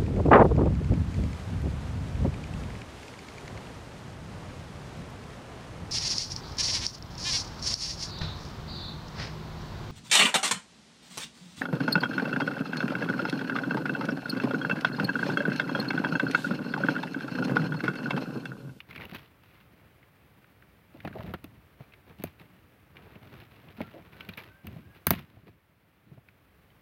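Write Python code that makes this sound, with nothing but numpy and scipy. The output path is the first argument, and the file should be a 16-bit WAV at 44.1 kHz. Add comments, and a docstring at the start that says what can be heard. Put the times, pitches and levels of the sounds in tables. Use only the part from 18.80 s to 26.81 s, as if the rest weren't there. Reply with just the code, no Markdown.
"""On dry soil and leaf litter outdoors, a cat chews small prey close to a microphone.
Sharp cracks sound close by, each with a low thud; teeth and twigs tick, gristle scrapes.
The prey bumps the ground and is dragged: stick-slip friction scuffs, tiny impacts rustle the leaves.
Behind it a far bird whistles a rising series in quiet air.
The loudest double crack makes the recorder turn its gain down for a while."""
import sys
import numpy as np
from scipy import signal
from scipy.fft import rfft, irfft
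from scipy.io import wavfile
from scipy.ndimage import uniform_filter1d

SR = 44100
rng = np.random.default_rng(int(sys.argv[2]) if len(sys.argv) > 2 else 0)


def unload_audio(sound):
    """Save the sound as a 16-bit wav file, at the path given as the first command line argument."""
    columns = np.transpose(np.atleast_2d(sound))
    # keep every value between -1 and 1, then stretch to whole-number steps
    steps = np.round(np.clip(columns, -1, 1) * 32767)
    wavfile.write(sys.argv[1], SR, steps.astype(np.int16))


N = 353241

# Sharp cracks with a low thud; crack, clack and snap sound below their listed levels,
# and decay_s scales how long all but the thud ring:
# start_s, crack_db, crack_hz, thud_db, knock_db, clack_db, snap_db, decay_s
CRACKS = [(0.16, -29.5, 2200, -49, -46.5, -58, -54, 0.014), (0.253, -33, 2860, -48, -67, -58, -42, 0.01),
          (0.3472, -34, 2680, -43, -47, -42, -44.5, 0.056), (2.249, -35, 2450, -70, -39, -48, -46.5, 0.024),
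          (2.2743, -29, 1550, -40, -36, -45, -60, 0.017),
          (2.5376, -29.5, 1350, -34.5, -32.5, -30.5, -42.5, 0.03),
          (2.642, -38.5, 2700, -46, -39.5, -50, -40, 0.015),
          (3.4381, -31, 2300, -35.5, -29.5, -45, -26, 0.011),
          (5.005, -39, 2330, -34, -28.5, -40, -58, 0.014), (5.0145, -30, 2320, -48, -41, -51, -46, 0.011),
          (5.4885, -30, 2560, -38, -48.5, -61, -41.5, 0.027),
          (5.5729, -30.5, 2340, -49, -47, -65, -43, 0.057), (5.869, -35.5, 2700, -41, -64, -51, -37, 0.018),
          (6.2688, -17, 1650, -25, -27, -23, -7, 0.01), (6.3063, -17, 1890, -21, -23, -18, -6.5, 0.018),
          (6.3336, -27, 2240, -28.5, -34.5, -47, -37, 0.024)]
# Modes of the thud under a crack: pitch_hz, relative_level_db, t60_s
THUD_MODES = [(94.5, -3, 0.13), (180.5, 3, 0.075), (213, 3, 0.061), (260, -15, 0.047)]
# Dry ticks of teeth and twigs: start_s, relative_level_db, pitch_hz
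TICKS = [(0.003, -31, 2920), (0.1088, -34, 2090), (0.127, -40.5, 2200), (0.1508, -37, 2140),
         (0.177, -33, 2220), (0.1996, -36.5, 1820), (0.2092, -33, 2220), (0.2192, -32, 2090),
         (0.236, -38.5, 2400), (0.3187, -43.5, 2780), (0.3561, -36, 2830), (1.228, -48.5, 2140),
         (1.6427, -47, 1650), (1.822, -45, 1570), (2.2028, -38, 1970), (2.3269, -38.5, 1580),
         (2.4057, -34, 1100), (2.493, -49, 1400), (3.0035, -51, 1410), (3.122, -47, 2440),
         (3.136, -42, 2180), (4.1678, -37, 2330), (4.355, -43.5, 2790), (4.6143, -45, 2680),
         (4.8855, -45, 2820), (5.0877, -47, 1600), (5.3296, -44.5, 2370), (5.4066, -30.5, 2980),
         (5.5357, -38, 3520), (5.5992, -40, 2300), (6.377, -41, 2020), (6.385, -43, 1900),
         (7.4862, -39, 1850), (7.9022, -53, 3000)]
# Soft bumps against the ground: start_s, relative_level_db, pitch_hz
BUMPS = [(0.322, -32, 185), (2.146, -39.5, 275), (2.495, -41, 234), (3.004, -35, 133), (3.398, -32.5, 192),
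         (4.356, -39, 183), (4.984, -34, 225), (5.845, -36.5, 180), (5.881, -37, 99), (5.935, -36.5, 157),
         (5.962, -34.5, 156), (6.567, -37, 106), (6.631, -41.5, 150), (6.669, -41.5, 411),
         (7.315, -34.5, 149), (7.374, -36.5, 126)]
# Gristle sliding between the teeth: start_s, length_s, level_db, pitch_hz
GNAWS = [(2.147, 0.028, -57, 560), (2.245, .019, -40, 730), (2.345, 0.036, -41.5, 625),
         (2.374, 0.062, -48.5, 584), (2.434, .044, -52, 540), (2.488, 0.031, -50, 420),
         (5.119, 0.095, -50.5, 504), (6.667, 0.035, -52.5, 460)]
# Tugs of the head that drag the prey, in relative levels: start_s, length_s, rub_db, rasp_db, leaves_db
TUGS = [(0.078, 0.16, -53, -55.5, -58.5), (0.184, 0.046, -50.5, -45, -58), (0.272, 0.045, -55, -55, -56),
        (0.33, 0.027, -54, -52, -46.5), (0.378, 0.069, -60, -62, -63), (0.62, 0.2, -68, -72, -67.5),
        (0.893, 0.19, -60, -67, -75), (2.133, 0.1, -57.5, -67, -67.5), (2.222, 0.086, -46, -53.5, -69),
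        (2.326, 0.19, -44, -52, -60.5), (2.554, .21, -56, -66, -76.5), (2.987, 0.022, -63, -55, -60.5),
        (3.253, 0.05, -57, -57.5, -66), (3.372, 0.11, -54, -66, -59), (3.588, 0.024, -55, -55.5, -58.5),
        (3.634, 0.21, -61.5, -69, -77), (4.144, 0.22, -56, -54.5, -67), (4.403, 0.12, -55.5, -57, -64),
        (4.513, .11, -51, -54, -60), (4.698, 0.23, -57, -58.5, -65.5), (4.959, .09, -51, -51.5, -59.5),
        (5.05, 0.23, -58.5, -59, -66.5), (5.311, .22, -55.5, -55.5, -62), (5.565, 0.026, -53, -45.5, -46.5),
        (5.63, 0.053, -59, -57.5, -61.5), (5.828, 0.16, -46.5, -59.5, -65), (5.994, 0.098, -55.5, -69, -76),
        (6.142, 0.023, -59, -56, -61), (6.308, 0.031, -38, -47, -42.5), (6.349, 0.042, -42.5, -56, -55),
        (6.455, 0.14, -58, -65.5, -67), (6.655, 0.033, -46.5, -60, -62.5), (7.246, 0.1, -53, -67, -73.5)]
# Whistles of a far bird: start_s, top_pitch_hz, level_db
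WHISTLES = [(4.93, 1370, -60), (5.29, 1520, -62), (5.658, 1580, -63), (6.0, 1655, -67)]

# Spectral envelopes: frequency_hz, gain_db
CRACK_SPECTRUM = [(250, -42.5), (700, -27), (1400, -1.5), (1800, -3.5), (2600, -3), (3500, -7),
                  (4800, -17.5), (5500, -25), (6300, -30), (7500, -38.5), (10000, -29)]  # sharp crack
KNOCK_SPECTRUM = [(60, -40), (150, -9.5), (290, 6), (390, 0.5), (500, -5), (680, 1.5), (820, -8),
                  (1200, -19.5), (2500, -45), (6000, -74.5)]  # hollow knock
CLACK_SPECTRUM = [(250, -60), (600, -26.5), (830, -7.5), (980, -3), (1220, -2.5), (1450, -6.5), (2200, -27),
                  (6000, -71.5)]  # hard midrange clack
SNAP_SPECTRUM = [(2500, -27.5), (4000, -16.5), (4900, -9.5), (5500, -26.5), (6200, -13), (7300, -26.5),
                 (10000, -12.5), (11500, -9), (14300, -3), (15200, -7), (16000, -7.5)]  # bright edge of a crack or tick
RUB_SPECTRUM = [(30, -31.5), (65, 1.5), (110, 7), (210, 2.5), (330, -6.5), (600, -36.5), (1500, -50)]  # low friction on soil
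RASP_SPECTRUM = [(60, -35.5), (150, -15), (350, 2), (650, -3), (900, -6), (1400, -9.5), (2000, -10),
                 (3600, -29.5), (7000, -62.5)]  # midrange friction on soil
LEAF_SPECTRUM = [(530, -40), (900, -5), (1530, -5), (1660, -5), (2330, -4.5), (2760, -4.5), (3110, -9),
                 (4010, -11.5), (7140, -34), (8450, -39.5), (12000, -20), (16000, -25)]  # dry leaves and twigs
AIR_SPECTRUM = [(15, -57.5), (25, -18), (38, -27.5), (53, 0), (92, 0.5), (206, -4.5), (236, -11), (285, -7),
                (326, -9.5), (962, -16.5), (1190, -15.5), (2280, -17.5), (7110, -39.5), (12200, -31.5),
                (16000, -28.5)]  # outdoor hush

RUB_COLUMN, RASP_COLUMN, LEAVES_COLUMN = 2, 3, 4  # in TUGS


def cracks():
    """Impulsive excitation: a close crack, knock, clack and snap over the damped modes of a low thud."""
    out, t = np.zeros(N), np.arange(SR // 4) / SR
    for start_s, crack_db, crack_hz, thud_db, knock_db, clack_db, snap_db, decay_s in CRACKS:
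        shifts = rng.normal(1, .05, len(THUD_MODES))  # the thud's pitch varies slightly
        thud = sum(amp(db) * decay(t, t60) * np.sin(2 * np.pi * hz * shift * t)
                   for (hz, db, t60), shift in zip(THUD_MODES, shifts))
        thud *= 1 - decay(t, t60=0.027)  # the thud swells in a little later
        crack = burst(t, CRACK_SPECTRUM, decay_s * 1.1, tail_db=-25, tail_t60=0.16)
        knock = burst(t, KNOCK_SPECTRUM, decay_s * 1.08, tail_db=-28, tail_t60=0.11)
        clack = burst(t, CLACK_SPECTRUM, decay_s * 0.13, tail_db=-32.5, tail_t60=0.055)
        snap = burst(t, SNAP_SPECTRUM, decay_s * 0.38, tail_db=-30, tail_t60=0.1)
        ring = resonate(crack, crack_hz, width_hz=350)
        add(out, start_s, amp(thud_db) * unit_blow(thud))
        add(out, start_s, amp(crack_db - 9) * unit_blow(ring + 0.56 * crack))
        add(out, start_s, amp(knock_db) * knock + amp(clack_db - 1.5) * clack + amp(snap_db - 5.5) * snap)
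    return out


def burst(t, spectrum, t60, tail_db, tail_t60):
    """Noise transient: a decaying run of tiny impulses with a weak tail; longer runs build more slowly."""
    onset = 1 - decay(t, t60 / 2)
    force = onset * (decay(t, t60) + amp(tail_db) * decay(t, tail_t60))
    return unit_blow(colour(force * rng.choice([-1, 1], len(t)), spectrum))


def ticks():
    """Resonance: each small break rings its own twig or tooth, with a faint bright snap."""
    out, t = np.zeros(N), np.arange(SR // 6) / SR
    for start_s, level_db, pitch_hz in TICKS:
        tick = burst(t, LEAF_SPECTRUM, t60=.016, tail_db=-21.5, tail_t60=0.075)
        twig = resonate(tick, pitch_hz, width_hz=610)
        snap = burst(t, SNAP_SPECTRUM, t60=0.0072, tail_db=-18, tail_t60=.08)
        add(out, start_s, amp(level_db - 8) * (unit_blow(twig + 0.16 * tick) + amp(-23.5) * snap))
    return out


def bumps():
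    """Damped oscillation: a soft push on the ground dies in seven cycles, with a little muffled grit."""
    out, t = np.zeros(N), np.arange(SR // 5) / SR
    for start_s, level_db, pitch_hz in BUMPS:
        envelope = (1 - decay(t, t60=0.033)) * decay(t, t60=7 / pitch_hz)
        push = envelope * np.sin(2 * np.pi * pitch_hz * t)
        grit = burst(t, KNOCK_SPECTRUM, t60=0.043, tail_db=-35, tail_t60=0.17)
        add(out, start_s, amp(level_db - 6) * (unit_blow(push) + 0.38 * grit))
    return out


def gnaws():
    """Cavity resonance: uneven slips of gristle ring the hollow of the mouth."""
    out = np.zeros(N)
    for start_s, length_s, level_db, pitch_hz in GNAWS:
        slips = rng.standard_normal(round(length_s * SR)) ** 3  # cubing makes the noise spiky
        mouth = resonate(colour(slips, KNOCK_SPECTRUM), pitch_hz, width_hz=330)
        add(out, start_s, amp(level_db) * unit_rms(mouth * signal.windows.tukey(len(slips), .7)))
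    return out


def scuff():
    """Stick-slip friction: the prey drags over the soil with a low rub and a rasp."""
    slipping = amp(2.5 * wander(rate_hz=29))
    rub = unit_rms(colour(slipping * grains(per_s=1200, spread_db=0), RUB_SPECTRUM))
    rasp = unit_rms(colour(slipping * grains(per_s=2500, spread_db=2.5), RASP_SPECTRUM))
    return amp(0.1) * tug_envelope(RUB_COLUMN) * rub + amp(-3.03) * tug_envelope(RASP_COLUMN) * rasp


def rustle():
    """Superposed impacts: dry leaves crackle in clumps over a finer brushing, and crumbs crunch."""
    crackle = unit_rms(grains(per_s=1100, spread_db=3.2) * amp(3.5 * wander(rate_hz=90)))
    brushing = unit_rms(grains(per_s=6700, spread_db=-3.5))
    crumb_decay = decay(np.arange(SR // 20) / SR, t60=.018)
    crumbs = signal.oaconvolve(abs(grains(per_s=40, spread_db=2)), crumb_decay)[:N]
    crunch = unit_rms(crumbs * rng.choice([-1, 1], N))
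    leaves = unit_rms(colour(crackle + .7 * crunch + .45 * brushing, LEAF_SPECTRUM))
    return amp(1.85) * tug_envelope(LEAVES_COLUMN) * leaves


def tug_envelope(column, attack_s=0.018, release_t60=0.23):
    """Incoherent addition: tugs sum in power; each takes hold, holds, then the litter settles."""
    power, t = np.zeros(N), np.arange(SR) / SR
    for tug in TUGS:
        start_s, length_s = tug[:2]
        envelope = np.minimum(t / attack_s, 1) * decay(np.maximum(t - length_s, 0), release_t60)
        add(power, start_s, (amp(tug[column]) * envelope) ** 2)
    return np.sqrt(power)


def bird(length_s=.19, top_s=0.15, flat_share=.08):
    """Scattering: far whistles, each arching up from a flat start, gain a diffuse tail among trees."""
    out, t = np.zeros(N), np.arange(0, length_s, 1 / SR)
    arch = 1 - flat_share * (t / top_s - 1) ** 2
    for start_s, top_pitch_hz, level_db in WHISTLES:
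        tone = np.sin(2 * np.pi * np.cumsum(top_pitch_hz * arch) / SR)
        add(out, start_s, amp(level_db) * signal.windows.tukey(len(t), .6) * tone)
    out *= amp(3 * wander(rate_hz=35))  # the level flickers
    trees = rng.standard_normal(SR // 2) * decay(np.arange(SR // 2) / SR, t60=0.354)
    return out + 0.48 * signal.oaconvolve(out, trees / np.linalg.norm(trees))[:N]


def air(level_db=-59.5):
    """Amplitude-modulated noise: a steady outdoor hush with a slight flutter."""
    hush = rng.standard_normal(N) * amp(.6 * wander(rate_hz=30))
    return amp(level_db) * unit_rms(colour(hush, AIR_SPECTRUM))


def grains(per_s, spread_db):
    """Poisson process: tiny impacts at random times, with an exponential spread of levels."""
    size = amp(spread_db * np.minimum(rng.exponential(1, N), 4))
    return size * rng.choice([-1, 1], N) * (rng.random(N) < per_s / SR)


def wander(rate_hz):
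    """Band-limited noise: a slow fluctuation of rms one."""
    passband = np.fft.rfftfreq(N, 1 / SR) < rate_hz
    return unit_rms(irfft(rfft(rng.standard_normal(N)) * passband, N))


def colour(x, spectrum, size=4096):
    """Minimum-phase filtering: imposes a spectrum causally, so that attacks stay sharp."""
    frequency_hz, gain_db = np.transpose(spectrum)
    bins_hz = abs(np.fft.fftfreq(size, 1 / SR))
    log_gain = np.log(amp(np.interp(np.log(bins_hz + 1), np.log(frequency_hz + 1), gain_db)))
    response = np.exp(np.conj(signal.hilbert(log_gain)))
    taps = np.fft.ifft(response).real[:size // 2]
    return signal.oaconvolve(x, taps)[:len(x)]


def resonate(x, pitch_hz, width_hz):
    """Second-order resonance with a peak gain of one."""
    return signal.lfilter(*signal.iirpeak(pitch_hz, pitch_hz / width_hz, SR), x)


def decay(t, t60):
    """Exponential damping: 60 dB lost in t60 seconds."""
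    return amp(-60 * t / max(t60, 1e-3))


def amp(db):
    """Decibels to amplitude ratio."""
    return 10 ** (np.asarray(db) / 20)


def unit_rms(x):
    """Normalisation to an rms of one."""
    return x / np.sqrt(np.mean(x ** 2) + 1e-20)


def unit_blow(x):
    """Normalisation of a blow: its loudest 4 ms have an rms of one."""
    return x / np.sqrt(uniform_filter1d(x ** 2, 176).max())


def add(mix, start_s, sound):
    """Superposition: a sound joins the mix at start_s."""
    part = mix[max(round(start_s * SR), 0):][:len(sound)]
    part += sound[:len(part)]


def gain_control(x, threshold_db=-22, lag_s=0.39, recovery_db_per_s=7):
    """Automatic gain control: a very loud crack eases the gain down, and it slowly comes back."""
    level_db = 10 * np.log10(abs(uniform_filter1d(x[0] ** 2, 176)) + 1e-12)
    recovery_db = recovery_db_per_s * np.arange(N) / SR
    held_peak_db = np.maximum.accumulate(level_db + recovery_db) - recovery_db
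    excess_db = np.maximum(held_peak_db - threshold_db, 0)
    pole = np.exp(-1 / (lag_s * SR))
    return x * amp(-signal.lfilter([1 - pole], [1, -pole], excess_db))


def scene():
    """Linear superposition of all sources at one microphone."""
    return (cracks() + ticks() + bumps() + gnaws() + rustle() + scuff() + bird() + air())[None]


def record(dry, low_cut_hz=48, high_cut_hz=16050):
    """Band limiting: the microphone sheds deep bass; the recorder controls gain and cuts the top."""
    highpass = signal.butter(3, low_cut_hz, "highpass", fs=SR, output="sos")
    lowpass = signal.firwin(301, high_cut_hz, window=("kaiser", 9), fs=SR)
    controlled = gain_control(signal.sosfilt(highpass, dry))
    return signal.oaconvolve(controlled, lowpass[None], "same")


dry = scene()
out = record(dry)
unload_audio(out)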